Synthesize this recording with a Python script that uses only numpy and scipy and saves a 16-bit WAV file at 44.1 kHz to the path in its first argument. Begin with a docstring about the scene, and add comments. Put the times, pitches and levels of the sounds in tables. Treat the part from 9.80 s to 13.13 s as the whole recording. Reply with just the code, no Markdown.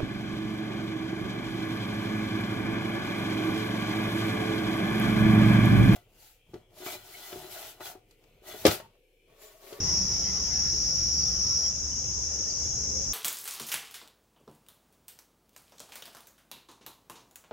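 """Cicadas and distant traffic

Cicadas buzz in trees; the nearest stops short and the chorus carries on.
Each song is a fast train of tymbal clicks, rung by the insect's body and scattered by foliage.
Birds chirp and far calls hoot (gliding sines); dry ticks are short noise bursts.
Shaped noise makes distant traffic rumble while one vehicle's engine and tyre hiss recede."""
import sys
import numpy as np
from scipy import signal
from scipy.fft import rfft, irfft
from scipy.io import wavfile
from scipy.ndimage import uniform_filter1d

SR = 44100
rng = np.random.default_rng(int(sys.argv[2]) if len(sys.argv) > 2 else 0)


def store_wav(level_fs):
    """Save 16-bit WAV to argv[1]."""
    pcm = np.round(np.clip(np.atleast_2d(level_fs), -1, 1) * 32767)
    wavfile.write(sys.argv[1], SR, pcm.T.astype(np.int16))


N = 146853
T = np.arange(N) / SR  # time [s]

# Spectra are relative: each coloured sound is scaled to rms 1 before its level is set.
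# Nearest cicada's effort: (time [s], level [dB])
NEAR_LEVEL = [(0, -30), (.19, -28.3), (.27, -32), (.42, -31), (.59, -32), (.645, -32), (.7, -33.5),
              (.76, -29), (1.2, -29), (1.47, -27), (1.555, -31), (1.62, -28), (1.86, -26.5)]
# Nearest cicada's body resonances: (frequency [Hz], gain [dB])
NEAR_BODY = [(3000, -60), (4300, -41), (4700, -23.5), (4930, -17), (5100, -9.5), (5340, -2), (5650, 1),
             (5800, 1), (5880, -8), (6100, -19)]
# Nearest cicada's overtones: (frequency [Hz], gain [dB])
NEAR_TREBLE = [(6700, -18), (7400, -55), (9500, -39.5), (11800, -38), (14000, -50), (16000, -39)]
# Middle cicada's body resonances: (frequency [Hz], gain [dB])
MIDDLE_BODY = [(3500, -73), (4600, -50), (5000, -8), (5300, -5), (5700, 3.5), (5850, 2), (6100, -15),
               (6800, -11.5), (7500, -37), (11500, -43), (16000, -56)]
# High cicada's body resonances: (frequency [Hz], gain [dB])
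HIGH_BODY = [(4500, -44), (5800, 32), (6200, -14), (6380, 2), (6520, -28.5), (6680, 5.5), (6900, -16),
             (7400, -49), (12500, -46), (16000, -76)]
# High cicada's clean overtones: (frequency [Hz], level [dB])
WHINE = [(6283, -54.5), (6347, -47.5), (6407, -50), (6468, -55), (6664, -56.5), (6724, -58), (6788, -60)]
# Far chorus's body resonances before the near song stops: (frequency [Hz], gain [dB])
CHORUS_EARLY = [(3500, -30.5), (4500, -20), (4930, -5.5), (5400, 4), (5750, -5), (6100, -1.5), (6650, -3.5),
                (6900, -18), (7400, -28), (7800, -32.5), (9000, -55), (12000, -29), (14000, -38),
                (16000, -33)]
# Far chorus's body resonances after the stop: (frequency [Hz], gain [dB])
CHORUS_LATE = [(3500, -34.5), (4500, -20.5), (4900, -14.5), (5400, 3.5), (5750, 0.5), (6100, 1.5),
               (6700, 2.5), (7000, -10.5), (7400, -22), (7800, -19.5), (9500, -41.5), (11800, -31),
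               (14000, -41), (16000, -35)]
# Far chorus: (time [s], level [dB])
CHORUS_LEVEL = [(0, -33), (1.3, -34), (1.8, -34.5), (1.96, -35), (2.2, -34), (2.7, -33.5), (3.33, -33)]
# Deepest part of the rumble: (frequency [Hz], density [dB per Hz])
BOOM = [(15, -32), (35, -19.5), (58, -6), (73, -2), (95, -14), (125, -21), (300, -56)]
# Deep rumble: (time [s], level [dB])
BOOM_LEVEL = [(0.0, -38.5), (0.43, -42.5), (1.06, -41), (1.15, -48), (1.19, -40), (1.59, -40), (1.84, -47),
              (1.87, -39), (1.93, -49.5), (2.03, -39), (2.21, -46), (2.39, -40.5), (2.76, -50), (2.85, -37),
              (2.88, -44), (3.33, -40)]
# Distant traffic: (frequency [Hz], density [dB per Hz])
RUMBLE = [(15, -38), (70, -23), (115, -8.5), (145, -14), (185, -12.5), (230, -19), (370, -19.5), (700, -24),
          (1100, -29), (2000, -34), (3500, -37), (8000, -47), (16000, -58)]
# Distant traffic: (time [s], level [dB])
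RUMBLE_LEVEL = [(0, -41.5), (.4, -45), (1.5, -48.5), (1.85, -46.5), (2.03, -48), (2.7, -45.5), (3.33, -46)]
# Vehicle's engine: (frequency [Hz], density [dB per Hz])
ENGINE = [(30, -30), (85, -16), (120, 1), (150, -2.5), (185, 4.5), (240, -19), (380, -13.5), (500, -40),
          (1500, -48)]
# Vehicle's engine: (time [s], level [dB])
ENGINE_LEVEL = [(0, -45), (.2, -41), (.45, -47), (.65, -48.5), (1, -47), (1.25, -47.5), (1.5, -44.5),
                (1.75, -52.5), (2.1, -60), (3.33, -62)]
# Receding vehicle's hiss: (frequency [Hz], density [dB per Hz])
TYRES = [(100, -6), (280, 0.5), (600, -4.5), (800, 2.5), (1000, -4.5), (1200, -1), (1600, -4.5),
         (2050, -2.5), (2400, -10.5), (3100, -8), (4500, -12.5), (8000, -23)]
# Receding vehicle's hiss: (time [s], level [dB])
TYRES_LEVEL = [(0, -46.5), (.3, -52), (.48, -47.5), (.65, -49), (1, -51.5), (1.7, -54.5), (2.1, -58),
               (3.33, -69)]
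# Left-right likeness of outdoor noise, clipped to +-1: (frequency [Hz], correlation [-])
LIKENESS = [(20, 0.82), (130, 0.98), (250, 0.91), (500, 0.63), (1000, -0.26), (2000, 0.092), (4000, 0.3),
            (16000, -1.1)]
# Far hoots: (start [s], length [s], pitch [Hz], pitch change [share], level [dB])
HOOTS = [(.01, 0.11, 2030, -.08, -59), (.03, 0.11, 1023, -.06, -57), (.44, 0.079, 2060, .05, -54),
         (.445, 0.087, 975, -.05, -59), (.7, 0.11, 760, .04, -53), (.77, 0.16, 1800, -.04, -61),
         (1.38, 0.13, 1259, .05, -57.5), (1.63, 0.13, 1316, .04, -54.5), (1.63, .15, 1079, .05, -59),
         (1.8, 0.1, 1290, -.04, -59.5), (3.025, .07, 529, .04, -53.5), (3.11, .16, 537, .08, -48.5)]
# Faint dry ticks close by: (time [s], level [dB])
TICKS = [(.021, -56), (1.769, -50)]
# Bird chirps: (start [s], length [s], pitch [Hz], pitch change [share], level [dB])
CHIRPS = [(.135, .03, 2720, -.02, -61), (.15, 0.033, 2400, .02, -57), (.176, .055, 2560, -.02, -55.5),
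          (.44, 0.074, 3130, 0.029, -59), (.893, 0.031, 4200, -.01, -60), (.94, 0.086, 4140, -.02, -65),
          (1.373, 0.021, 4870, -.01, -39), (1.413, 0.036, 4620, -0.023, -45),
          (1.405, 0.046, 2700, -0.027, -62), (1.455, .07, 3460, -0.11, -62), (1.56, 0.078, 3000, -.07, -63),
          (1.66, 0.12, 3830, -0.044, -62), (1.84, 0.046, 3190, -.01, -60), (2.115, 0.064, 3000, -.01, -62),
          (2.649, .01, 4600, -.2, -46), (2.697, .021, 4884, -.005, -39), (2.71, 0.012, 4680, -0.037, -46),
          (2.749, 0.049, 4720, 0.031, -45), (2.802, .022, 4715, 0.052, -50),
          (2.829, .03, 4680, -0.028, -54), (2.845, .04, 3410, -.01, -64), (2.9, 0.058, 3300, -.02, -67)]

RIBS = 7  # clicks in one pull of the tymbal
NEAR_CLICK_HZ, MIDDLE_CLICK_HZ, HIGH_CLICK_HZ = 463, 432, 444.2
STOP_S, STOP_DB_PER_S = 1.882, 380
TICK_T60_S = .008
BAND_EDGE_HZ, FADE_S = 15750, .004


def amp(db):
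    """Decibels to gain."""
    return 10 ** (np.asarray(db) / 20)


def evened(x):
    """Scales to rms 1."""
    return x / np.sqrt(np.mean(x ** 2) + 1e-20)


def level(points):
    """Gain over time from (time [s], level [dB]) points."""
    return amp(np.interp(T, *np.transpose(points)))


def read(points):
    """A (frequency [Hz], value) table at every bin, interpolated over log frequency."""
    hz, value = np.transpose(points)
    bins_hz = np.fft.rfftfreq(N, 1 / SR)
    return np.interp(np.log(bins_hz + 1), np.log(hz + 1), value)


def colour(x, points):
    """Filters x by a spectrum, then scales to rms 1."""
    return evened(irfft(rfft(x) * amp(read(points)), N))


def drift(rate_hz):
    """Smooth random motion up to a rate, rms 1."""
    lowpass = np.exp(-(np.fft.rfftfreq(N, 1 / SR) / rate_hz) ** 2)
    return evened(irfft(rfft(rng.standard_normal(N)) * lowpass, N))


def pan(left_db):
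    """Channel gains for a left-right level difference."""
    return amp(np.array([[left_db], [-left_db]]) / 2)


def foliage(x, t60_s, wet, lag_samples=0):
    """Direct sound, lag_samples later on the right, plus a scattered tail for each side."""
    t = np.arange(SR // 2) / SR
    tail = rng.standard_normal((2, len(t))) * amp(-60 * t / t60_s)
    wet = np.clip(wet, 0, 1)  # tail's share of energy
    response = np.sqrt(wet) * tail / np.linalg.norm(tail, axis=1, keepdims=True)
    onsets = [max(-lag_samples, 0), max(lag_samples, 0)]
    response[[0, 1], onsets] += np.sqrt(1 - wet)
    return signal.fftconvolve(x[None], response, axes=1)[:, :N]


def tymbal(click_hz, wander_share, jitter_clicks, uneven_db):
    """Ribs buckle one after another, each with its own strength, pull after pull."""
    rate_hz = click_hz * (1 + wander_share * drift(4))
    turns = np.cumsum(rate_hz) / SR + jitter_clicks * drift(200)
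    at = np.flatnonzero(np.diff(np.floor(turns)) > 0)
    count = np.floor(turns[at + 1])
    late = (count - turns[at]) / (turns[at + 1] - turns[at])
    rib = count % RIBS / RIBS
    size = amp(uneven_db * (np.sin(np.pi * rib) + rng.standard_normal(N)[at] / 2))
    clicks = np.zeros(N)
    # split between two samples for timing finer than a sample
    clicks[at], clicks[at + 1] = size * (1 - late), size * late
    return clicks


def near_cicada():
    """The loudest singer: body-rung clicks throb a little, then stop short."""
    clicks = tymbal(NEAR_CLICK_HZ, wander_share=.01, jitter_clicks=.075, uneven_db=4.0)
    scattered = foliage(clicks, t60_s=0.15, wet=0.58, lag_samples=15)
    song = colour(scattered, NEAR_BODY + NEAR_TREBLE)
    stop = amp(-STOP_DB_PER_S * np.maximum(T - STOP_S, 0))
    throb = amp(0.78 * drift(25))
    return song * level(NEAR_LEVEL) * stop * throb * pan(left_db=-1.0)


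def middle_cicada():
    """A steady singer further off: body-rung clicks, mostly scattered."""
    clicks = tymbal(MIDDLE_CLICK_HZ, wander_share=.005, jitter_clicks=.04, uneven_db=6)
    song = colour(foliage(clicks, t60_s=0.39, wet=0.9, lag_samples=-20), MIDDLE_BODY)
    return amp(-34.5) * song * pan(left_db=1.6)


def high_cicada():
    """A higher singer, regular enough to whine: clicks plus sine overtones wavering together."""
    clicks = tymbal(HIGH_CLICK_HZ, wander_share=.0008, jitter_clicks=.03, uneven_db=9)
    song = colour(foliage(clicks, t60_s=.2, wet=0.83, lag_samples=15), HIGH_BODY)
    waver = 1 + 0.00082 * drift(5.6)
    whine = np.zeros(N)
    for hz, db in WHINE:
        gain = amp(db + 2 * drift(4.9))
        turns = np.cumsum(hz * waver) / SR + rng.random()
        whine += gain * np.sqrt(2) * np.sin(2 * np.pi * turns)
    return (amp(-47.0) * song + whine) * pan(left_db=2.0)


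def chorus():
    """Six far click trains merge; their spectrum crossfades as the near one stops."""
    voices = np.zeros((2, N))
    for _ in range(6):
        # click rates held closely enough to leave thin strands
        clicks = tymbal(rng.uniform(360, 480), wander_share=.0015, jitter_clicks=.011, uneven_db=6.5)
        voices += foliage(clicks, t60_s=0.31, wet=0.82, lag_samples=rng.integers(-20, 21))
    late = np.clip((T - STOP_S) / 0.09 + .5, 0, 1)
    song = (1 - late) * colour(voices, CHORUS_EARLY) + late * colour(voices, CHORUS_LATE)
    return song * level(CHORUS_LEVEL) * amp(.5 * drift(12)) * pan(left_db=4.0)


def air(spectrum):
    """Diffuse outdoor noise, nearly mono in the bass."""
    a, b = rng.standard_normal((2, N))
    same = np.clip(read(LIKENESS), -1, 1)
    right = irfft(same * rfft(a) + np.sqrt(1 - same ** 2) * rfft(b), N)
    return colour(np.array([a, right]), spectrum)


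def patchy(x, depth_db, width_hz, length_s):
    """Moving air lets far sound swell and fade in patches of time and pitch."""
    hz, t, z = signal.stft(x, SR, nperseg=1024, noverlap=768)
    field = rng.standard_normal((len(t), len(hz))).T
    for axis, spread in enumerate([width_hz / hz[1], length_s / t[1]]):
        bell = np.exp(-(np.arange(-40, 41) / spread) ** 2)
        field = signal.fftconvolve(field, np.expand_dims(bell, 1 - axis), "same", axes=axis)
    swollen = z * amp(depth_db * evened(field))
    return evened(signal.istft(swollen, SR, nperseg=1024, noverlap=768)[1][:, :N])


def steadied(x, rate_hz):
    """Evens out swells slower than a rate, dividing by a moving rms."""
    power = uniform_filter1d((x ** 2).mean(0), int(SR / rate_hz))
    return x / np.sqrt(abs(power) + 1e-9)


def distant_traffic():
    """Far rumble as patchy low noise, with a deep, heaving boom."""
    boom = steadied(air(BOOM), rate_hz=12.4) * level(BOOM_LEVEL)
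    rumble = patchy(air(RUMBLE), depth_db=2.5, width_hz=47, length_s=0.038) * level(RUMBLE_LEVEL)
    return (boom + rumble) * pan(left_db=-0.66)


def receding_vehicle():
    """One vehicle moving away: steadied low engine noise and patchy tyre hiss."""
    engine = steadied(air(ENGINE), rate_hz=5.6) * level(ENGINE_LEVEL)
    tyres = patchy(air(TYRES), depth_db=4.5, width_hz=55, length_s=0.03)
    return engine * pan(left_db=-0.66) + tyres * level(TYRES_LEVEL) * amp(1.1 * drift(7.1))


def calls(rows, rise_s, fade_db, rough_share):
    """Gliding, fluttering whistles that rise quickly and tail off; positive fade_db weakens them."""
    out, shake, flutter = np.zeros(N), drift(445), amp(2.5 * drift(66))
    for start_s, length_s, hz, glide, db in rows:
        u = np.clip((T - start_s) / length_s, 0, 1)
        pitch_hz = hz * (1 + glide * (u - .5) + rough_share * shake)
        rise = np.minimum(u * length_s / rise_s, 1)
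        envelope = rise * np.sqrt(1 - u ** 4) * amp(db - fade_db * (u - .5))
        out += envelope * np.sqrt(2) * np.sin(2 * np.pi * np.cumsum(pitch_hz) / SR)
    return out * flutter


def hoots():
    """Far low calls: rough whistles that strengthen before tailing off, in a long scattered tail."""
    return foliage(calls(HOOTS, rise_s=0.012, fade_db=-6, rough_share=0.034), t60_s=0.74, wet=0.57)


def ticks():
    """Tiny, bright noise snaps that die at once."""
    snap = colour(rng.standard_normal(N), [(3000, -30), (11000, 0)])  # (frequency [Hz], gain [dB])
    return snap * sum((T > start_s) * amp(db - 60 * abs(T - start_s) / TICK_T60_S)
                      for start_s, db in TICKS)


def chirps():
    """Faint birds: quick whistles that weaken, with a short scattered tail."""
    return foliage(calls(CHIRPS, rise_s=0.0031, fade_db=7, rough_share=0.0079), t60_s=0.08, wet=0.32)


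def scene():
    """Cicadas in front, birds and traffic far behind."""
    cicadas = near_cicada() + middle_cicada() + high_cicada() + chorus()
    vehicles = distant_traffic() + receding_vehicle()
    return cicadas + vehicles + hoots() + ticks() + chirps()


def record(dry):
    """Low-pass band limit, with click-free ends."""
    ends = np.minimum(np.minimum(T, T[::-1]) / FADE_S, 1)
    lowpass = signal.firwin(511, BAND_EDGE_HZ, window=("kaiser", 9), fs=SR)
    return signal.oaconvolve(dry * ends, lowpass[None], "same")


dry = scene()
out = record(dry)
store_wav(out)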